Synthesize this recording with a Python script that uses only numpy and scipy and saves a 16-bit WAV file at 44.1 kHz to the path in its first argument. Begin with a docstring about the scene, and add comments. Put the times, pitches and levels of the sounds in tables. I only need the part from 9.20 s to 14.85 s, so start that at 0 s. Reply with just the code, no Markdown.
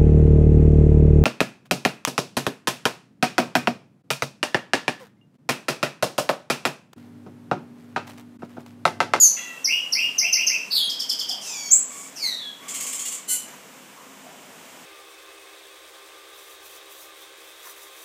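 """A bare, wooden-floored room; one microphone across from a caged seedeater by the window.
Over a low, steady rush the bird's syrinx opens with a loud slur and a murmur, both sides at once.
Five whip-and-whistle chirps follow, a falling slur, a trill of ticks, a whine and a sharp upward slur.
Faint creaks, a hiss and a sigh lead to a dry rattle and a last rasp. The walls smear every note,
and a few dull bumps sound in the background, during the phrase and after it."""
import sys
import numpy as np
from scipy import signal
from scipy.fft import rfft, irfft, next_fast_len
from scipy.io import wavfile
from scipy.ndimage import map_coordinates

SR = 44100
rng = np.random.default_rng(int(sys.argv[2]) if len(sys.argv) > 2 else 0)


def wav_out(sig):
    """Save sig, one row per channel (or a flat mono array), as 16-bit PCM at SR to the path in sys.argv[1]."""
    wavfile.write(sys.argv[1], SR, np.round(np.clip(np.atleast_2d(sig).T, -1, 1) * 32767).astype(np.int16))


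N = 249253
TOP_HZ = 15500

# Room rush: (frequency [Hz], level [dB])
RUSH_COLOUR = [(25, -42), (60, -22.5), (110, -16), (160, -7.5), (260, -3.5), (325, -6.5), (400, -4),
               (1100, -6), (1500, -8), (3000, -8.5), (4300, -16.5), (7500, -11.5), (10000, -19.5),
               (15500, -20)]
# Room resonances: (frequency [Hz], width [Hz], level [dB])
ROOM_MODES = [(162.6, 10, -3.5), (203.5, 21, -2.5), (257.5, 18, 0.5), (498, 2.6, 2.5), (660, 12, -6),
              (974, 69, -8.5)]
# Decay of the room's tail: (frequency [Hz], time to fall 60 dB [s])
ROOM_DECAY = [(1000, 0.13), (3000, 0.56), (6000, 0.4), (9000, 0.34), (15000, .3)]

# Note shapes: glide (half_s [s], steep [exponent]), swell (swell_db [dB], peak_s, rise_s, fall_s [s]),
# roughness (from hoarse, if given, to rough [factors] around clear_s [s]), fades (edge_s [s])
OPENING = dict(half_s=.05, steep=2, swell_db=9.5, peak_s=0.013, rise_s=0.057, fall_s=0.039, rough=0.21)
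MURMUR = dict(half_s=0.12, steep=6.7, swell_db=20.5, peak_s=0.017, rise_s=0.061, fall_s=0.19, rough=0.19, hoarse=1.0, clear_s=0.019)
WHIP = dict(half_s=0.018, steep=2.54, swell_db=31.5, peak_s=0.0072, rise_s=0.0055, fall_s=0.018, rough=0.18)
WHISTLE = dict(half_s=.028, steep=3.03, swell_db=8.5, peak_s=0.037, rise_s=0.018, fall_s=0.067, rough=0.3, edge_s=.007)
FALL = dict(half_s=.073, steep=6, swell_db=5, peak_s=0.051, rise_s=0.028, fall_s=0.029, rough=0.069, hoarse=0.72, clear_s=0.098, edge_s=0.015)
TICK = dict(half_s=0.0247, steep=1.297, swell_db=14.5, peak_s=0.0094, rise_s=0.0051, fall_s=0.0071, rough=0.72)
HOOK = dict(half_s=.011, steep=1.33, swell_db=12.5, peak_s=0.0076, rise_s=0.0052, fall_s=0.0078, rough=0.087)
WHINE = dict(half_s=.07, steep=2, swell_db=5.5, peak_s=0.066, rise_s=0.021, fall_s=0.23, rough=0.14, hoarse=.95, clear_s=0.0616)
RISE = dict(half_s=0.0201, steep=1.3, swell_db=22.5, peak_s=0.019, rise_s=0.015, fall_s=0.029, rough=0.048, hoarse=.7, clear_s=0.02)
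SIGH = dict(half_s=.062, steep=1.15, swell_db=13, peak_s=0.076, rise_s=0.018, fall_s=0.092, rough=0.16, hoarse=0.73, clear_s=0.047, edge_s=.002)
AFTERNOTE = dict(half_s=0.063, steep=1.92, swell_db=12.5, peak_s=0.06, rise_s=0.08, fall_s=0.061, rough=0.24)
RASP = dict(half_s=0.0625, steep=6.2, swell_db=9.5, peak_s=0.033, rise_s=0.027, fall_s=0.047, rough=.3, edge_s=0.013)

# Two-voiced notes (opening, murmur, whine, rasp):
# (time [s], length [s], low voice start [Hz], low voice end [Hz], level [dB], high over low [ratio])
DUETS = [(0, 0.078, 4864, 4166, -7.5, 1.43), (0.166, 0.212, 1378, 1325, -36.5, 1.444),
         (2.211, 0.29, 2955, 2244, -35, 1.45), (4.074, 0.083, 1499, 1456, -25.5, 1.38)]
# Chirps: (time [s], whip top [Hz], whip end [Hz], whip level [dB],
# whistle length [s], whistle end [Hz], whistle level [dB])
CHIRPS = [(0.441, 6090, 4430, -10.5, 0.14, 2896, -22.5), (.720, 5900, 4190, -11, 0.13, 2843, -23),
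          (0.979, 6280, 4600, -8.5, 0.084, 2816, -23.5), (1.123, 6300, 4420, -8.5, 0.0895, 2815, -24),
          (1.263, 6440, 4500, -9.5, 0.074, 2740, -25.5)]
# Background bumps: (time [s], level [dB], pitch [Hz])
BUMPS = [(1.02, -45, 690), (2.09, -44.5, 725), (2.291, -48, 900), (4.76, -49, 1090), (5.04, -46.5, 690)]
# Slurs (fall, rise, sigh, afternote): (time [s], length [s], start [Hz], end [Hz], level [dB])
SLURS = [(1.502, 0.17, 4497, 3254, -12.5), (2.504, 0.035, 5760, 8050, -3), (2.957, 0.205, 3070, 1829, -22),
         (3.19, 0.148, 1761, 1645, -34)]
# Ticks: (time [s], level [dB], hook level [dB])
TICKS = [(1.691, -24.5, -28), (1.792, -24, -24.5), (1.888, -22, -22), (1.986, -23.5, -21),
         (2.084, -23.5, -21)]
# Hiss through the bill: (time [s], length [s], level [dB])
HISS = (2.69, 0.19, -40.5)
# Creaks: (time [s], length [s], pitch [Hz], level [dB], roughness [factor])
CREAKS = [(2.698, 0.17, 1128, -48, 0.41), (3.409, 0.6, 1112, -49, 0.77), (4.271, 0.081, 897, -50, 1.07)]
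# Rattle strokes: (time [s], level [dB])
RATTLE_STROKES = [(3.48, -31.5), (3.54, -28.5), (3.602, -28.5), (3.664, -28.5), (3.726, -28),
                  (3.791, -28.5), (3.851, -28), (3.918, -30)]

# Partials of both sides together: (low voice [multiple], high voice [multiple], level [dB])
OPENING_MIX = [(1, 0, -24), (0, 1, -2.5), (2, 0, -28), (1, 1, -19.5), (0, 2, -23.5)]
MURMUR_MIX = [(1, 0, -14), (0, 1, -3), (2, 0, 0.5), (1, 1, -12), (0, 2, -22), (3, 0, -25)]
WHINE_MIX = [(1, 0, -6), (0, 1, -10), (2, 0, -5), (1, 1, -5), (3, 0, -4), (0, 2, -4), (2, 1, -13),
             (4, 0, -18), (3, 1, -20), (6, 0, -18)]
RASP_MIX = [(1, 0, -25), (0, 1, -21), (2, 0, -11.5), (0, 2, -17.5), (3, 0, -19.5), (4, 0, -16),
            (0, 3, -14.5), (2, 2, -6), (5, 0, -2), (6, 0, -9), (7, 0, -10), (8, 0, -14)]
# Harmonics of one side alone: (pitch [multiple], level [dB])
WHIP_TONE = [(1, -3), (2, -23), (3, -20.5)]
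WHISTLE_TONE = [(1, 0.5), (2, -19), (3, -28), (4, -33), (5, -24.5)]
FALL_TONE = [(1, -7.5), (2, -26), (3, -20.5)]
TICK_TONE = [(1, 1.5), (2, -45), (3, -40)]
THIN_TONE = [(1, -4.5), (2, -29)]
CREAK_TONE = [(1, -2), (2, -3), (3, -10.5)]
SIGH_TONE = [(1, -17), (2, -3), (3, -16.5), (4, -21), (5, -25.5), (6, -24), (7, -28)]
# Noise of air through the syrinx, and of the rattle's bursts: (frequency [Hz], level [dB])
TURBULENCE = [(1000, -54), (3000, -6), (5500, 16.5), (7500, 17.5), (10000, 7.5), (13000, 14.5), (15500, -3)]
WHINE_AIR = [(1500, -40), (3200, -22), (5000, 0), (5900, 6), (7500, -13), (10000, -7), (15500, -19)]
RASP_AIR = [(1180, -46), (2000, -14.5), (2610, -16), (2940, -15), (3260, -15), (4360, -17), (5400, -9),
            (7360, -6), (7950, 3.5), (11600, -0.5), (15500, -12)]
RATTLE_COLOUR = [(1060, -32), (1800, -19), (2210, -11.5), (2470, -16.5), (3090, -8.5), (3770, -16),
                 (4430, -13), (4890, -19.5), (7340, -4.5), (8030, -5), (11800, -19.5), (14400, -16),
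                 (15500, -24)]
# Resonance of the bill: (frequency [Hz], level [dB])
HALF_SHUT_BILL = [(2300, -4), (3600, -3.5), (4700, -4), (5900, 0), (7200, -2), (8800, -7), (14000, -2.5)]
OPEN_BILL = [(1500, -70), (4500, -27), (6200, -18.5), (7300, -7), (8000, -10), (9500, -22.5),
             (13000, -28.5)]


def amp(db):
    """Decibels to gain."""
    return 10 ** (np.asarray(db) / 20)


def unit(x):
    """Scale to rms 1."""
    return x / np.sqrt(np.mean(x ** 2) + 1e-20)


def along(points, hz):
    """Read (Hz, value) points on a log axis."""
    f, v = np.transpose(points)
    return np.interp(np.log(hz + 1), np.log(f + 1), v)


def wobble(n, rate):
    """A smooth random curve of n samples, rate knots a second."""
    return map_coordinates(rng.standard_normal(int(n * rate / SR) + 4), [np.arange(n) * rate / SR])


def filtered(x, response):
    """Shape x by a gain that depends on frequency."""
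    m = next_fast_len(len(x) + 8192)
    return irfft(rfft(x, m) * response(np.fft.rfftfreq(m, 1 / SR)), m)[:len(x)]


def noise(n, colour):
    """Coloured noise of rms 1, rolled off below the first point of its colour."""
    low_hz = colour[0][0]
    response = lambda hz: amp(along(colour, hz)) * np.minimum(hz / low_hz, 1) ** 2
    return unit(filtered(rng.standard_normal(n), response))


def add(out, s, sound):
    """Lay a sound in at time s, with 2 ms soft edges."""
    index = np.arange(len(sound))
    edge = np.minimum(index, index[::-1]) / (.002 * SR)
    part = out[max(round(s * SR), 0):][:len(sound)]
    part += (sound * np.minimum(edge, 1))[:len(part)]


def swell(t, swell_db, peak_s, rise_s, fall_s):
    """One push of effort: dB below its peak, from and back toward a level swell_db lower."""
    width_s = np.where(t < peak_s, rise_s, fall_s)
    return swell_db * (np.exp(-((t - peak_s) / width_s) ** 2) - 1)


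def gesture(length_s, start_hz, end_hz, peak_db, half_s, steep, swell_db, peak_s, rise_s, fall_s,
            rough, hoarse=None, clear_s=None, edge_s=None):
    """Pitch, level and roughness of a note: an S-shaped glide, a swell, any hoarse start clearing."""
    t = np.arange(1, round(length_s * SR)) / SR
    glide = 1 - 1 / (1 + (t / half_s) ** steep)
    hz = start_hz + (end_hz - start_hz) * glide / glide[-1]
    db = peak_db + swell(t, swell_db, peak_s, rise_s, fall_s)
    if edge_s:
        db = db + 20 * np.log10(np.minimum(np.minimum(t, t[::-1]) / edge_s, 1))
    if hoarse:
        rough = rough + (hoarse - rough) / (1 + (t / clear_s) ** 8)
    return hz, db, rough


def syrinx(hz, rough, jitter=0.071, flutter_rate=1300):
    """Phase of one vibrating side; roughness makes its pitch flutter."""
    return 2 * np.pi * np.cumsum(hz * (1 + jitter * rough * wobble(len(hz), flutter_rate))) / SR


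def duet(voices, shape, mix, air_colour, air_db):
    """Both sides sound together and modulate each other, giving sum tones over rushing air."""
    *low_voice, interval = voices
    low_hz, db, rough = gesture(*low_voice, **shape)
    low, high = syrinx(low_hz, rough), syrinx(interval * low_hz, rough)
    tone = sum(amp(level) * np.sin(j * low + k * high) for j, k, level in mix)
    leak = amp(air_db) * np.sqrt(abs(rough)) * noise(len(db), air_colour)
    return amp(db) * (np.sqrt(2) * tone + leak)


def note(path, harmonics, air_db=-28, warble=0, warble_hz=310, jitter=0.062, brightening=.35):
    """One side of the syrinx follows a pitch and level path; rough notes leak turbulent air."""
    hz, db, rough = path
    n = len(hz)
    # A very fast warble puts side tones around the pitch.
    flutter = np.sin(2 * np.pi * np.cumsum(warble_hz * (1 + 0.199 * wobble(n, 80.7))) / SR)
    phase = syrinx(hz * (1 + warble * rough * flutter), rough, jitter)
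    # Harmonics above the strongest one fade faster than it as the effort drops.
    strongest = max(harmonics, key=lambda row: row[1])[0]
    dull_db = brightening * (db - db.max())
    tone = sum(amp(level + dull_db * (k > strongest)) * np.sin(k * phase) * (k * hz < SR / 2)
               for k, level in harmonics)
    leak = amp(air_db) * rough * noise(n, TURBULENCE)
    shimmer_db = 3 * rough * wobble(n, 600)
    return amp(db + shimmer_db) * (np.sqrt(2) * tone + leak)


def room_rush(rush_db=-46.5, hum_db=-55, drift_db=0.9):
    """Room tone under everything: a steady rush, humming faintly in the room's resonances."""
    def modes(f):
        return sum(amp(db) * 1j * f * width / (hz * hz - f * f + 1j * f * width)
                   for hz, width, db in ROOM_MODES)
    hum = unit(filtered(noise(N, RUSH_COLOUR), modes))
    drift = amp(drift_db * wobble(N, 4.52))
    return drift * (amp(rush_db) * noise(N, RUSH_COLOUR) + amp(hum_db) * hum)


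def opening(out):
    """The loud first slur: both voices slide down together, the high one louder."""
    s, *voices = DUETS[0]
    add(out, s, duet(voices, OPENING, OPENING_MIX, TURBULENCE, air_db=-14))


def murmur(out):
    """Both sides hold a soft, low, nasal note."""
    s, *voices = DUETS[1]
    add(out, s, duet(voices, MURMUR, MURMUR_MIX, TURBULENCE, air_db=-8))


def chirps(out, whip_s=0.0208, answer_s=.029, start_share=.73):
    """One side whips steeply down, then the other answers with a low, warbling, rising whistle."""
    for s, top_hz, end_hz, whip_db, whistle_s, whistle_hz, whistle_db in CHIRPS:
        whip = gesture(whip_s, top_hz, end_hz, whip_db, **WHIP)
        whistle = gesture(whistle_s, start_share * whistle_hz, whistle_hz, whistle_db, **WHISTLE)
        add(out, s, note(whip, WHIP_TONE, air_db=-52))
        add(out, s + answer_s, note(whistle, WHISTLE_TONE, air_db=-28, warble=0.092))


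def bumps(t60_s=1.0, attack_s=0.0093, skirt_db=-42):
    """Soft, dull bumps in the background, each a narrow band of noise dying away."""
    out, t = np.zeros(N), np.arange(SR // 2) / SR
    for s, db, hz in BUMPS:
        body = noise(len(t), [(hz / 2, skirt_db), (hz, 0), (hz * 2, skirt_db)])
        add(out, s, amp(db - 60 * t / t60_s) * (1 - np.exp(-t / attack_s)) * body)
    return out


def slurs(out):
    """One side glides: a fall, a quick rise, a sigh, its afternote. The throat favours one harmonic."""
    (fall_s, *fall), (rise_s, *rise), (sigh_s, *sigh), (after_s, *after) = SLURS
    add(out, fall_s, note(gesture(*fall, **FALL), FALL_TONE, air_db=-39,
                          warble=0.096, warble_hz=416, jitter=0.051, brightening=1.0))
    add(out, rise_s, note(gesture(*rise, **RISE), THIN_TONE, air_db=-31, jitter=0.041))
    add(out, sigh_s, note(gesture(*sigh, **SIGH), SIGH_TONE, air_db=-11, jitter=0.077, brightening=0.2))
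    add(out, after_s, note(gesture(*after, **AFTERNOTE), SIGH_TONE[:2], air_db=-10))


def ticks(out, hook_delay_s=0.018):
    """A trill of short hoarse notes, each dropping into a clean hook, an octave in all."""
    for s, db, hook_db in TICKS:
        tick = gesture(length_s=0.0195, start_hz=6100, end_hz=4250, peak_db=db, **TICK)
        hook = gesture(length_s=0.0164, start_hz=3700, end_hz=2950, peak_db=hook_db, **HOOK)
        add(out, s, note(tick, TICK_TONE, air_db=-5.5))
        add(out, s + hook_delay_s, note(hook, THIN_TONE))


def whine(out):
    """A soft, hoarse, two-voiced note sinks behind a half-shut bill."""
    s, *voices = DUETS[2]
    source = duet(voices, WHINE, WHINE_MIX, WHINE_AIR, air_db=3)
    add(out, s, filtered(source, lambda hz: amp(along(HALF_SHUT_BILL, hz))))


def hiss(out):
    """A thin breath through the open bill."""
    s, length_s, db = HISS
    t = np.arange(round(length_s * SR)) / SR
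    breath_db = swell(t, swell_db=13, peak_s=0.073, rise_s=0.1, fall_s=0.18)
    add(out, s, amp(db + breath_db) * noise(len(t), OPEN_BILL))


def creaks(out, sag_db=4):
    """Barely voiced, rough notes that sag in level."""
    for s, length_s, hz, db, rough in CREAKS:
        n = round(length_s * SR)
        path = np.full(n, hz), db - np.linspace(0, sag_db, n), rough
        add(out, s, note(path, CREAK_TONE, air_db=-4.5, jitter=0.1275))


def rattle(out, burst_s=0.013, hiss_s=0.039, hiss_db=-4, grain_db=4):
    """Each stroke is a broad crackling burst that narrows to the bill's resonance."""
    n = round(burst_s * SR)
    for s, db in RATTLE_STROKES:
        burst = unit(noise(n, RATTLE_COLOUR) * amp(grain_db * wobble(n, 880)))
        add(out, s, amp(db) * burst)
        add(out, s, amp(db + hiss_db) * noise(round(hiss_s * SR), OPEN_BILL))


def rasp(out):
    """A harsh last note: both voices pushed hard in turbulent air."""
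    s, *voices = DUETS[3]
    add(out, s, duet(voices, RASP, RASP_MIX, RASP_AIR, air_db=5.5))


def room(song, tail_db=-1.0, near_db=-7, first_echo_s=.002, echoes=10):
    """Cage to microphone: direct sound, early echoes and a tail that lasts longest near 3 kHz."""
    hz, t, spectrum = signal.stft(rng.standard_normal(SR), SR, nperseg=256)
    decay = amp(-60 * t / along(ROOM_DECAY, hz)[:, None])
    tail = signal.istft(spectrum * decay, SR, nperseg=256)[1]
    tail[:round(first_echo_s * SR)] = 0
    response = amp(tail_db) * tail / np.linalg.norm(tail)
    response[0] += amp(-5)  # direct
    response[round(.006 * SR)] += amp(-7)  # off the floor
    response[round(.033 * SR)] += amp(-11)  # off the far wall
    near = (rng.uniform(first_echo_s, .028, echoes) * SR).astype(int)  # off things nearby
    response[near] += amp(near_db) * rng.choice([-1, 1], echoes) / np.sqrt(echoes)
    return signal.fftconvolve(song, response)[:N]


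def scene():
    """The bird from across the room, in mono, over the room tone."""
    song = np.zeros(N)
    for sing in (opening, murmur, chirps, slurs, ticks, whine, hiss, creaks, rattle, rasp):
        sing(song)
    return (room(song) + bumps() + room_rush())[None]


def record(dry):
    """The recorder keeps nothing above its band limit."""
    return filtered(dry[0], lambda hz: hz < TOP_HZ)[None]


dry = scene()
out = record(dry)
wav_out(out)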